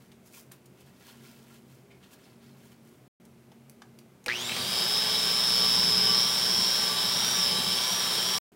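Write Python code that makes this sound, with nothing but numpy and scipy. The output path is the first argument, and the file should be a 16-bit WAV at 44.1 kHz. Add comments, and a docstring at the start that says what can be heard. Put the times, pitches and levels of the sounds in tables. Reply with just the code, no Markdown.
"""A quietly humming kitchen, one mono microphone by the worktop. First a plastic scoop digs soft soap
paste out of a pot, scraping and tapping; an edit cut leaves a short silence at 3.1 s. At 4.3 s an
electric hand mixer starts, steps up to its high setting and beats the paste in a bowl. The motor's slot
whine throbs with the mains and sags under load, over fan rush, bowl rumble and squelching paste.
At 8.4 s a second cut leaves another short silence, then comes a last instant of room tone."""
import sys
import numpy as np
from scipy import signal
from scipy.fft import rfft, irfft, next_fast_len
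from scipy.io import wavfile
from scipy.ndimage import uniform_filter1d

SR = 44100
rng = np.random.default_rng(int(sys.argv[2]) if len(sys.argv) > 2 else 0)


def master(y):
    """Save y as 16-bit WAV."""
    cut = np.clip(np.atleast_2d(y).T, -1, 1)
    pcm = np.round(cut * 32767)  # scale
    wavfile.write(sys.argv[1], SR, pcm.astype(np.int16))


N = 377055
TIME = np.arange(N) / SR

# stretches of sound between the edit cuts: (from [s], to [s])
HEARD_SPANS = [(-1, 3.080), (3.200, 8.384), (8.519, 9)]
# ventilation rumble behind everything: (frequency [Hz], relative level [dB])
ROOM_SPECTRUM = [(15, -41), (45, -22), (80, -6.5), (137, -5.5), (242, -1.5), (301, -7), (394, -6),
                 (531, -12.5), (641, -12.5), (1160, -20), (1480, -20.5), (1840, -24), (2050, -21),
                 (3820, -28.5), (12200, -32), (16000, -34)]
# hum of the kitchen: (frequency [Hz], level [dB], width [Hz])
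HUM_LINES = [(132.6, -62, 5.4), (188, -69, 4.8), (356, -71, 3.2), (398, -70.5, 12), (624, -80, 4.9)]
# a low drone comes and goes: (from [s], to [s], level [dB])
DRONE_SPELLS = [(-.1, .52, -61.5), (1.05, 1.7, -57), (2.26, 2.944, -58), (3.203, 4.093, -57.5)]
# taps of scoop, beaters and switch: (time [s], relative level [dB], ring [Hz], t60 [s],
# treble tilt [dB/octave], ring against burst [dB])
TAPS = [(.116, -55, 3000, .06, 0.5, -9), (.335, -58.5, 2400, 0.18, 4, 2.5),
        (.514, -50.5, 1430, 0.076, 1, -4), (.519, -36, 9200, 0.01, 15, -16),
        (.657, -54.5, 7000, .045, 7, -15), (1.903, -66, 2250, 0.22, -4, 6), (2.028, -64.5, 3140, .14, 0, 5),
        (3.252, -55, 9000, 0.028, 6, -6), (3.517, -55.5, 800, 0.042, -1, 0),
        (3.697, -41, 11200, 0.0076, 7.5, -9), (3.819, -45, 1540, 0.029, -1.5, 0),
        (3.988, -47, 4500, 0.023, 4, -6), (4.241, -50.5, 6600, 0.015, 3, -6),
        (4.261, -30, 2320, 0.025, 1, 0), (4.268, -44.5, 487, 0.041, -9, 12.5),
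        (4.282, -32, 3940, .025, -7.5, 5.5), (4.494, -34, 2500, 0.023, -1, 6),
        (4.518, -35.5, 2500, .025, -1, 11), (4.565, -30, 2460, .025, -2, 5)]
# a knock, or a slap of paste: (frequency [Hz], relative level [dB])
KNOCK_SPECTRUM = [(40, -44.5), (200, -16), (700, 3.5), (1400, -1), (2500, 3), (5000, -0.5), (9000, -6.5),
                  (16000, -16)]
# pushes of the scoop: (time [s], scrape level [dB], rise [s], fall [s], smear against scrape [dB])
SCOOP_STROKES = [(.02, -66, .03, 0.073, -1), (.27, -65.5, 0.017, 0.027, 8), (.375, -56, 0.037, 0.033, 6.5),
                 (.53, -62, .008, .025, -4), (.81, -61.5, 0.036, 0.026, -1), (.87, -61.5, 0.012, .04, -4),
                 (1.09, -54, 0.074, 0.062, -3), (1.26, -58, 0.086, 0.18, -1),
                 (1.55, -59.5, 0.087, 0.039, -2), (1.72, -65, 0.042, 0.077, 1),
                 (1.915, -66, .008, .03, -14), (2.04, -59.5, 0.022, 0.04, -10),
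                 (2.135, -55.5, .02, 0.015, 0.5), (2.26, -61.5, 0.11, 0.089, -6),
                 (2.43, -61, .015, 0.1, -7), (2.66, -64, 0.11, .06, 1), (2.72, -59, .008, .02, -4),
                 (2.88, -68.5, 0.05, 0.11, 2)]
# plastic scraping inside the pot: (frequency [Hz], relative level [dB])
SCRAPE_SPECTRUM = [(290, -30), (500, 3), (668, -12), (960, 1), (1360, -1), (3290, 0.5), (12000, -17.5),
                   (16000, -16)]
# wet paste smearing: (frequency [Hz], relative level [dB])
SMEAR_SPECTRUM = [(2500, -27), (5000, 1.5), (8000, 1), (15500, -0.5)]
# rumble of the bowl: (frequency [Hz], relative level [dB])
BOWL_SPECTRUM = [(30, -41), (60, -30.5), (90, 0.5), (120, -4), (155, 3), (183, 2), (210, 3.5), (250, -0.5),
                 (310, -12), (500, -25.5)]
# that rumble at the microphone: (time [s], level [dB])
RUMBLE_LEVELS = [(4.4, -54), (4.61, -42.5), (4.93, -48), (5.98, -39), (6.38, -46), (6.65, -40),
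                 (6.68, -47.5), (7.69, -41), (7.88, -53), (7.94, -42), (7.97, -49), (8.36, -46)]
# rush of the motor's fan: (frequency [Hz], relative level [dB])
FAN_SPECTRUM = [(40, -40), (250, -11), (310, -10), (380, 0.5), (700, -0.5), (1300, -3), (2500, -3),
                (3300, 3.5), (4300, -3.5), (5400, 1.5), (6300, -6), (8000, -30)]
# resonances of the mixer's shell and vents: (frequency [Hz], width [Hz], gain [dB])
SHELL_MODES = [(849, 55, -9), (1013, 21, -1), (1158, 8.7, 4.5), (1297, 82, -11), (1549, 43, -5),
               (1722, 19, -5.5), (2290, 36, -4.5), (2337, 20, -22), (2905, 56, -16), (3072, 23, 1),
               (3195, 63, 1.5), (3325, 37, 3.5), (3610, 130, -0.5), (3807, 96, 2), (3909, 34, 4.5),
               (4285, 90, -3.5), (4610, 120, -1.5), (4910, 73, -1)]
# hiss of the sparking brushes: (frequency [Hz], relative level [dB])
BRUSH_SPECTRUM = [(4000, -14), (6500, -12), (7300, -0.5), (8300, -1), (9200, 0.5), (9800, -3),
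                  (10600, -2.5), (11500, -8.5), (12600, -3.5), (14400, -8), (15700, -3.5)]
# tones of the turning rotor: (multiple of its speed, relative level [dB])
ROTOR_ORDERS = [(2, -15), (4, -21), (7, -8), (8, -18.5), (9, -5.5), (21, -27)]
# buzz of the field coils at full current: (multiple of the mains, level [dB])
COIL_BUZZ = [(2, -52.5), (4, -51.5), (6, -51)]
# the switch's low and high settings: (time [s], speed gained [turns/s], time constant [s])
SPEED_STEPS = [(4.236, 358.69, 0.112), (4.512, 113.178, 0.18)]
# the beaters dig into the paste: (time [s], speed lost [turns/s], digging in [s], coming free [s])
BEATER_DIGS = [(5.009, 35.3, 0.402, 0.666), (5.755, 23.5, 0.329, 0.334), (6.055, 30.5, 0.175, 0.224),
               (6.495, 26.2, 0.183, 0.549), (6.946, 26.7, 0.1, 0.241), (7.499, 36.6, 0.111, 0.129),
               (7.68, 32.1, 0.109, 0.186), (8.119, 25.2, 0.125, 0.293)]
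# resonances that radiate the whine: (frequency [Hz], width [Hz], gain [dB])
STATOR_MODES = [(5148, 160, 0), (5352, 165, -2), (5500, 95, -3), (5668, 90, -3.5)]
# high-setting whine at the microphone, as the mixer is moved about: (time [s], level [dB])
WHINE_LEVELS = [(4.62, -41), (4.74, -32), (5.0, -27), (5.04, -30.5), (5.56, -25), (6.2, -23.5), (6.3, -29),
                (6.58, -25.5), (6.88, -28.5), (6.95, -34.5), (7.0, -29.5), (7.35, -29.5), (7.43, -25.5),
                (7.63, -33.5), (7.72, -29.5), (7.79, -31.5), (8.36, -31)]

MAINS_HZ, DRONE_HZ, CUTOFF_HZ = 60.0325, 231, 15800
SWITCH_ON_S, SWITCH_OFF_S, HANDOVER_S, DRONE_FADE_S = 4.276, 8.39, .09, .083
WORKING_SPEED, SHAKE_SPEED, SHAKE_HALF_WIDTH = 435, 431, 5.2  # turns per s
ROTOR_SLOTS, GEAR_RATIO = 12, 18
SURGE_DB, SURGE_HOLD_S, SURGE_FALL_DB_PER_S, LOW_SETTING_DB = -35, .044, 300, -39


def from_db(db):
    """Decibels to gain."""
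    return 10 ** (np.asarray(db) / 20)


def rms_one(x):
    """Scale to rms 1."""
    return x / np.sqrt(np.mean(x ** 2) + 1e-20)


def even(x, size=2205):
    """Hold the rms over `size` samples at 1."""
    return x / np.sqrt(np.abs(uniform_filter1d(x * x, size)) + 1e-12)


def curve(points):
    """Join (time [s], value) points at every sample."""
    return np.interp(TIME, *np.transpose(points))


def swell(s, rise_s, fall_s):
    """An envelope that grows to 1 at time s and dies away."""
    return np.exp(-np.abs(TIME - s) / np.where(TIME < s, rise_s, fall_s))


def noise(size=N):
    """White noise."""
    return rng.standard_normal(size)


def drift(rate_hz):
    """A smooth random wander with spread 1."""
    step = 40  # samples
    r = np.exp(-2 * np.pi * step * rate_hz / SR)
    slow = signal.lfilter([1], [1, -2 * r, r * r], noise(N // step + 2002))[2000:]
    return np.interp(np.arange(N) / step, np.arange(len(slow)), rms_one(slow))


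def grains(per_s, spread_db):
    """Random clicks of uneven size; rms 1."""
    sizes = from_db(spread_db * np.minimum(rng.exponential(1, N), 4)) * rng.choice([-1, 1], N)
    return rms_one(sizes * (rng.random(N) < per_s / SR))


def colour(x, spectrum):
    """Shape a sound by (frequency [Hz], level [dB]) points; rms 1."""
    hz, db = np.transpose(spectrum)
    size = next_fast_len(len(x))
    bins = np.maximum(np.fft.rfftfreq(size, 1 / SR), 1)
    gain = from_db(np.interp(np.log(bins), np.log(hz), db))
    return rms_one(irfft(rfft(x, size) * gain, size)[:len(x)])


def resonate(x, modes):
    """Parallel resonances (frequency [Hz], width [Hz], gain [dB]) of alternating sign."""
    out = 0
    for k, (hz, width, db) in enumerate(modes):
        r = np.exp(-np.pi * width / SR)
        poles = [1, -2 * r * np.cos(2 * np.pi * hz / SR), r * r]
        out = out + (-1) ** k * from_db(db) * (1 - r * r) / 2 * signal.lfilter([1, 0, -1], poles, x)
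    return out


def kitchen(x, wet_db, t60):
    """The microphone hears the direct sound, then dense reflections from worktop and tiles."""
    age = TIME[:SR // 3]
    tail = noise(len(age)) * from_db(-60 * age / t60) * (age > .002)
    return x + from_db(wet_db) * signal.fftconvolve(x, tail / np.linalg.norm(tail))[:N]


def room_tone():
    """The background of the place: ventilation rumble, wavering hum lines and a drone."""
    hum = 0
    for hz, db, width in HUM_LINES:
        phase = 2 * np.pi * hz * TIME
        hum += from_db(db) * (drift(width) * np.cos(phase) + drift(width) * np.sin(phase))
    level = sum(from_db(db) * np.clip(.5 + np.minimum(TIME - start, end - TIME) / DRONE_FADE_S, 0, 1)
                for start, end, db in DRONE_SPELLS)
    drone = level * np.sin(2 * np.pi * DRONE_HZ * TIME + .5 * drift(1.7))
    return hum + drone + from_db(-59) * colour(noise(), ROOM_SPECTRUM)


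def taps():
    """Each contact is a short damped burst with one ringing band, and the room answers."""
    out, age = np.zeros(N), TIME[:SR // 4]
    for s, db, hz, t60, tilt_db, ring_db in TAPS:
        tilted = [(f, level + tilt_db * np.log2(f)) for f, level in KNOCK_SPECTRUM]
        burst = colour(noise(len(age)), tilted)
        ring = rms_one(resonate(noise(len(age)), [(hz, .1 * hz, 0)]))
        attack = 1 - np.exp(-age / (.016 * t60))  # soft contacts also start slowly
        decay = from_db(db + 1.5 - 60 * age / t60)
        at = round(s * SR)
        out[at:at + len(age)] += attack * decay * (burst + from_db(ring_db) * ring)
    return kitchen(out, wet_db=-5.5, t60=.18)


def squelches(per_s, spread_db, q, count=16):
    """Small air pockets burst in the paste, each ringing briefly at one of `count` pitches; rms 1."""
    pops, pitch_index = grains(per_s, spread_db), rng.integers(0, count, N)
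    return rms_one(sum(resonate(pops * (pitch_index == k) + 1e-18, [(hz, hz / q, 0)]) / np.sqrt(hz)
                       for k, hz in enumerate(np.geomspace(950, 5200, count))))


def scoop():
    """Sticky paste tears in tiny clicks and wet pops as plastic slides through it in the hollow pot."""
    pushes = [(from_db(db) * swell(s, rise, fall), from_db(smear_db))
              for s, db, rise, fall, smear_db in SCOOP_STROKES]
    scrape_level = np.sqrt(sum(push ** 2 for push, _ in pushes))
    smear_level = np.sqrt(sum((push * wet) ** 2 for push, wet in pushes))
    scrape = colour(noise() + .9 * grains(per_s=350, spread_db=3.5), SCRAPE_SPECTRUM)
    pops = .7 * squelches(per_s=260, spread_db=2, q=14)
    scrape = even(kitchen(scrape + pops, wet_db=-2.5, t60=.046), size=4410)
    smear = colour(noise() + .9 * grains(per_s=600, spread_db=4), SMEAR_SPECTRUM)
    return (scrape_level * scrape + smear_level * smear) * (TIME < HEARD_SPANS[0][1])


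def bowl_rumble(pace, blades):
    """The beaters churn the bowl in pulses; its lowest mode booms more as they speed up."""
    boom = even(resonate(resonate(noise(), [(183, 12, 0)]), [(183, 24, 0)]), size=11025)
    churn = colour(noise(), BOWL_SPECTRUM) + pace ** 4 * boom
    return from_db(curve(RUMBLE_LEVELS) + 2.2 * blades) * even(churn, size=4410)


def paste_slaps(blades):
    """The blades slap the paste: dense clicks that swell on each turn."""
    return colour(grains(per_s=700, spread_db=8.5), KNOCK_SPECTRUM) * from_db(blades)


def fan_and_gears(pace):
    """Fan air, and gear rattle through shell resonances that swell and fade as the mixer is moved."""
    gears = noise() + .78 * grains(per_s=450, spread_db=2.5)
    shell = rms_one(sum((-1) ** k * resonate(gears, [mode]) * from_db(2.1 * drift(2.1))
                        for k, mode in enumerate(SHELL_MODES)))
    return colour(noise(), FAN_SPECTRUM) + from_db(2) * np.minimum(pace, 1) ** 2 * shell


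def brush_hiss(pace):
    """The brushes spark and hiss, growing steeply with speed."""
    sparks = colour(noise() + .5 * grains(per_s=2500, spread_db=4), BRUSH_SPECTRUM)
    return from_db(-36.5) * pace ** 2.2 * rms_one(kitchen(sparks, wet_db=-4.5, t60=.025))


def motor_speed():
    """Turns per s: the run-up to each setting, less the drag of the paste."""
    free = sum(gain * (1 - np.exp(-np.maximum(TIME - s, 0) / lag)) for s, gain, lag in SPEED_STEPS)
    drag = sum(loss * np.exp(-((TIME - s) / np.where(TIME < s, dig, release)) ** 2)
               for s, loss, dig, release in BEATER_DIGS)
    return np.maximum(free - drag, 1)


def mains_throb(width, rest, lead_s=0):
    """The magnetic pull peaks twice in each mains cycle and keeps a remainder in between."""
    return rest + np.exp(-(np.sin(2 * np.pi * MAINS_HZ * (TIME + lead_s)) / width) ** 2)


def motor_hum(angle, speed, whine_db):
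    """The coils buzz with the mains; the unbalanced rotor shakes the housing, most near one speed."""
    current_db = np.interp(speed, [200, 420, 450], [0, -4.5, -7])  # a faster rotor draws less current
    coils = sum(from_db(db + current_db + 2 * drift(5)) * np.sin(2 * np.pi * MAINS_HZ * order * TIME)
                for order, db in COIL_BUZZ)
    shake = from_db(whine_db - 20) / np.hypot(1, (speed - SHAKE_SPEED) / SHAKE_HALF_WIDTH)
    return np.sqrt(2) * (shake * np.sin(angle + .15 * drift(15)) + coils)


def rotor_tones(angle, speed):
    """Unbalance and fan blades give wavering multiples of the speed, the upper ones mains-pulsed."""
    throb, out = rms_one(mains_throb(width=.19, rest=.39)), 0
    for order, db in ROTOR_ORDERS:
        pulse = np.roll(throb, rng.integers(SR // 120)) if order > 2 else 1
        out += from_db(db + 3 * drift(9.6)) * pulse * np.sin(order * angle + .64 * drift(25))
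    # they meet the shell's resonances best at the usual working speed
    return out * from_db(np.interp(speed, [400, 426, 441, 456], [-7, 0, 0, -8]))


def gear_growl(speed, pull):
    """Each magnetic pull shakes the loose gears until the motor is up to speed."""
    band = [(1800, 1500, 0)]
    rattle = rms_one(pull * resonate(resonate(noise(), band), band))
    return from_db(np.interp(speed, [140, 250, 400], [-2, -10, -28])) * rattle


def whine_level(whine_db):
    """A surge of current dies away at switch-on; the low setting then hands over to the high one."""
    surge = from_db(SURGE_DB - SURGE_FALL_DB_PER_S * np.maximum(TIME - SWITCH_ON_S - SURGE_HOLD_S, 0))
    high = np.clip((TIME - SPEED_STEPS[1][0]) / HANDOVER_S, 0, 1)
    return surge + (1 - high) ** 2 * from_db(LOW_SETTING_DB) + high ** 2 * from_db(whine_db)


def slot_whine(angle, speed, blades, whine_db):
    """The rotor slots pass the poles; the mains splits their tone into a cluster of lines."""
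    slow = np.interp(speed, [200, 410], [1, 0])
    racing = np.interp(speed, [440, 465], [0, 1])
    # running free of the paste, the rotor speeds up a little with each pull
    swing = (.1 + 1.3 * racing + .25 * drift(3)) * np.cos(4 * np.pi * MAINS_HZ * (TIME + .0026))
    chatter = (.2 + 1.25 * slow + .15 * racing) * drift(110)
    slot_tone = from_db(.8 * drift(60) + blades) * np.sin(ROTOR_SLOTS * angle + chatter - swing)
    pull = mains_throb(width=.5, rest=.25, lead_s=-.0015)
    ringing = resonate(mains_throb(width=.3, rest=.05, lead_s=.0016) * slot_tone, STATOR_MODES)
    # the bare tone is heard until it climbs into the stator's resonances
    bare = np.interp(speed, [378, 412], [1, 0])
    tone = even(kitchen(.5 * bare * pull * slot_tone + (1 - bare) * ringing, wet_db=-15, t60=.08))
    growl = gear_growl(speed, pull)
    # the octave above is stronger while the motor gathers speed
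    octave_phase = 2 * ROTOR_SLOTS * angle + (.8 + .5 * slow) * drift(200)
    octave = even(mains_throb(width=.6, rest=.3) * np.sin(octave_phase))
    octave_db = np.interp(speed, [130, 190, 320, 360], [-50, -44.5, -44.5, -50]) + 2.4 * drift(9)
    return whine_level(whine_db) * (tone + growl) + from_db(octave_db) * octave


def mixer():
    """The hand mixer in the foreground: one motor drives fan, gears and the beaters in the bowl."""
    whine_db = curve(WHINE_LEVELS)
    speed = motor_speed() * (1 + .00089 * drift(12.3))  # lumps in the paste tug at the motor
    angle = 2 * np.pi * np.cumsum(speed) / SR
    pace = speed / WORKING_SPEED
    blades = np.sin(angle / GEAR_RATIO + 1.2 * drift(3.4))  # one cycle per turn of the beaters
    body = from_db(-34.5) * fan_and_gears(pace)
    body += from_db(-45.5) * paste_slaps(blades)
    body += from_db(-35) * rotor_tones(angle, speed)
    body *= np.minimum(pace, 1) ** 1.14  # all three build with the speed
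    hiss = brush_hiss(pace)
    rumble = bowl_rumble(pace, blades)
    tones = slot_whine(angle, speed, blades, whine_db) + motor_hum(angle, speed, whine_db)
    running = np.clip((TIME - SWITCH_ON_S) / .0098, 0, 1) * (TIME < SWITCH_OFF_S)
    return running * (tones + body + hiss + rumble)


def scene():
    """Room and worktop in mono, alike on both channels; two edit cuts leave short silences."""
    heard = sum((TIME > start) & (TIME < end) for start, end in HEARD_SPANS)
    gate = uniform_filter1d(heard.astype(float), size=64)
    sound = (room_tone() + scoop() + taps() + mixer()) * gate
    return np.array([sound, sound])


def record(dry):
    """The top end is cut steeply."""
    return signal.sosfilt(signal.ellip(12, .1, 80, CUTOFF_HZ, fs=SR, output="sos"), dry)


dry = scene()
out = record(dry)
master(out)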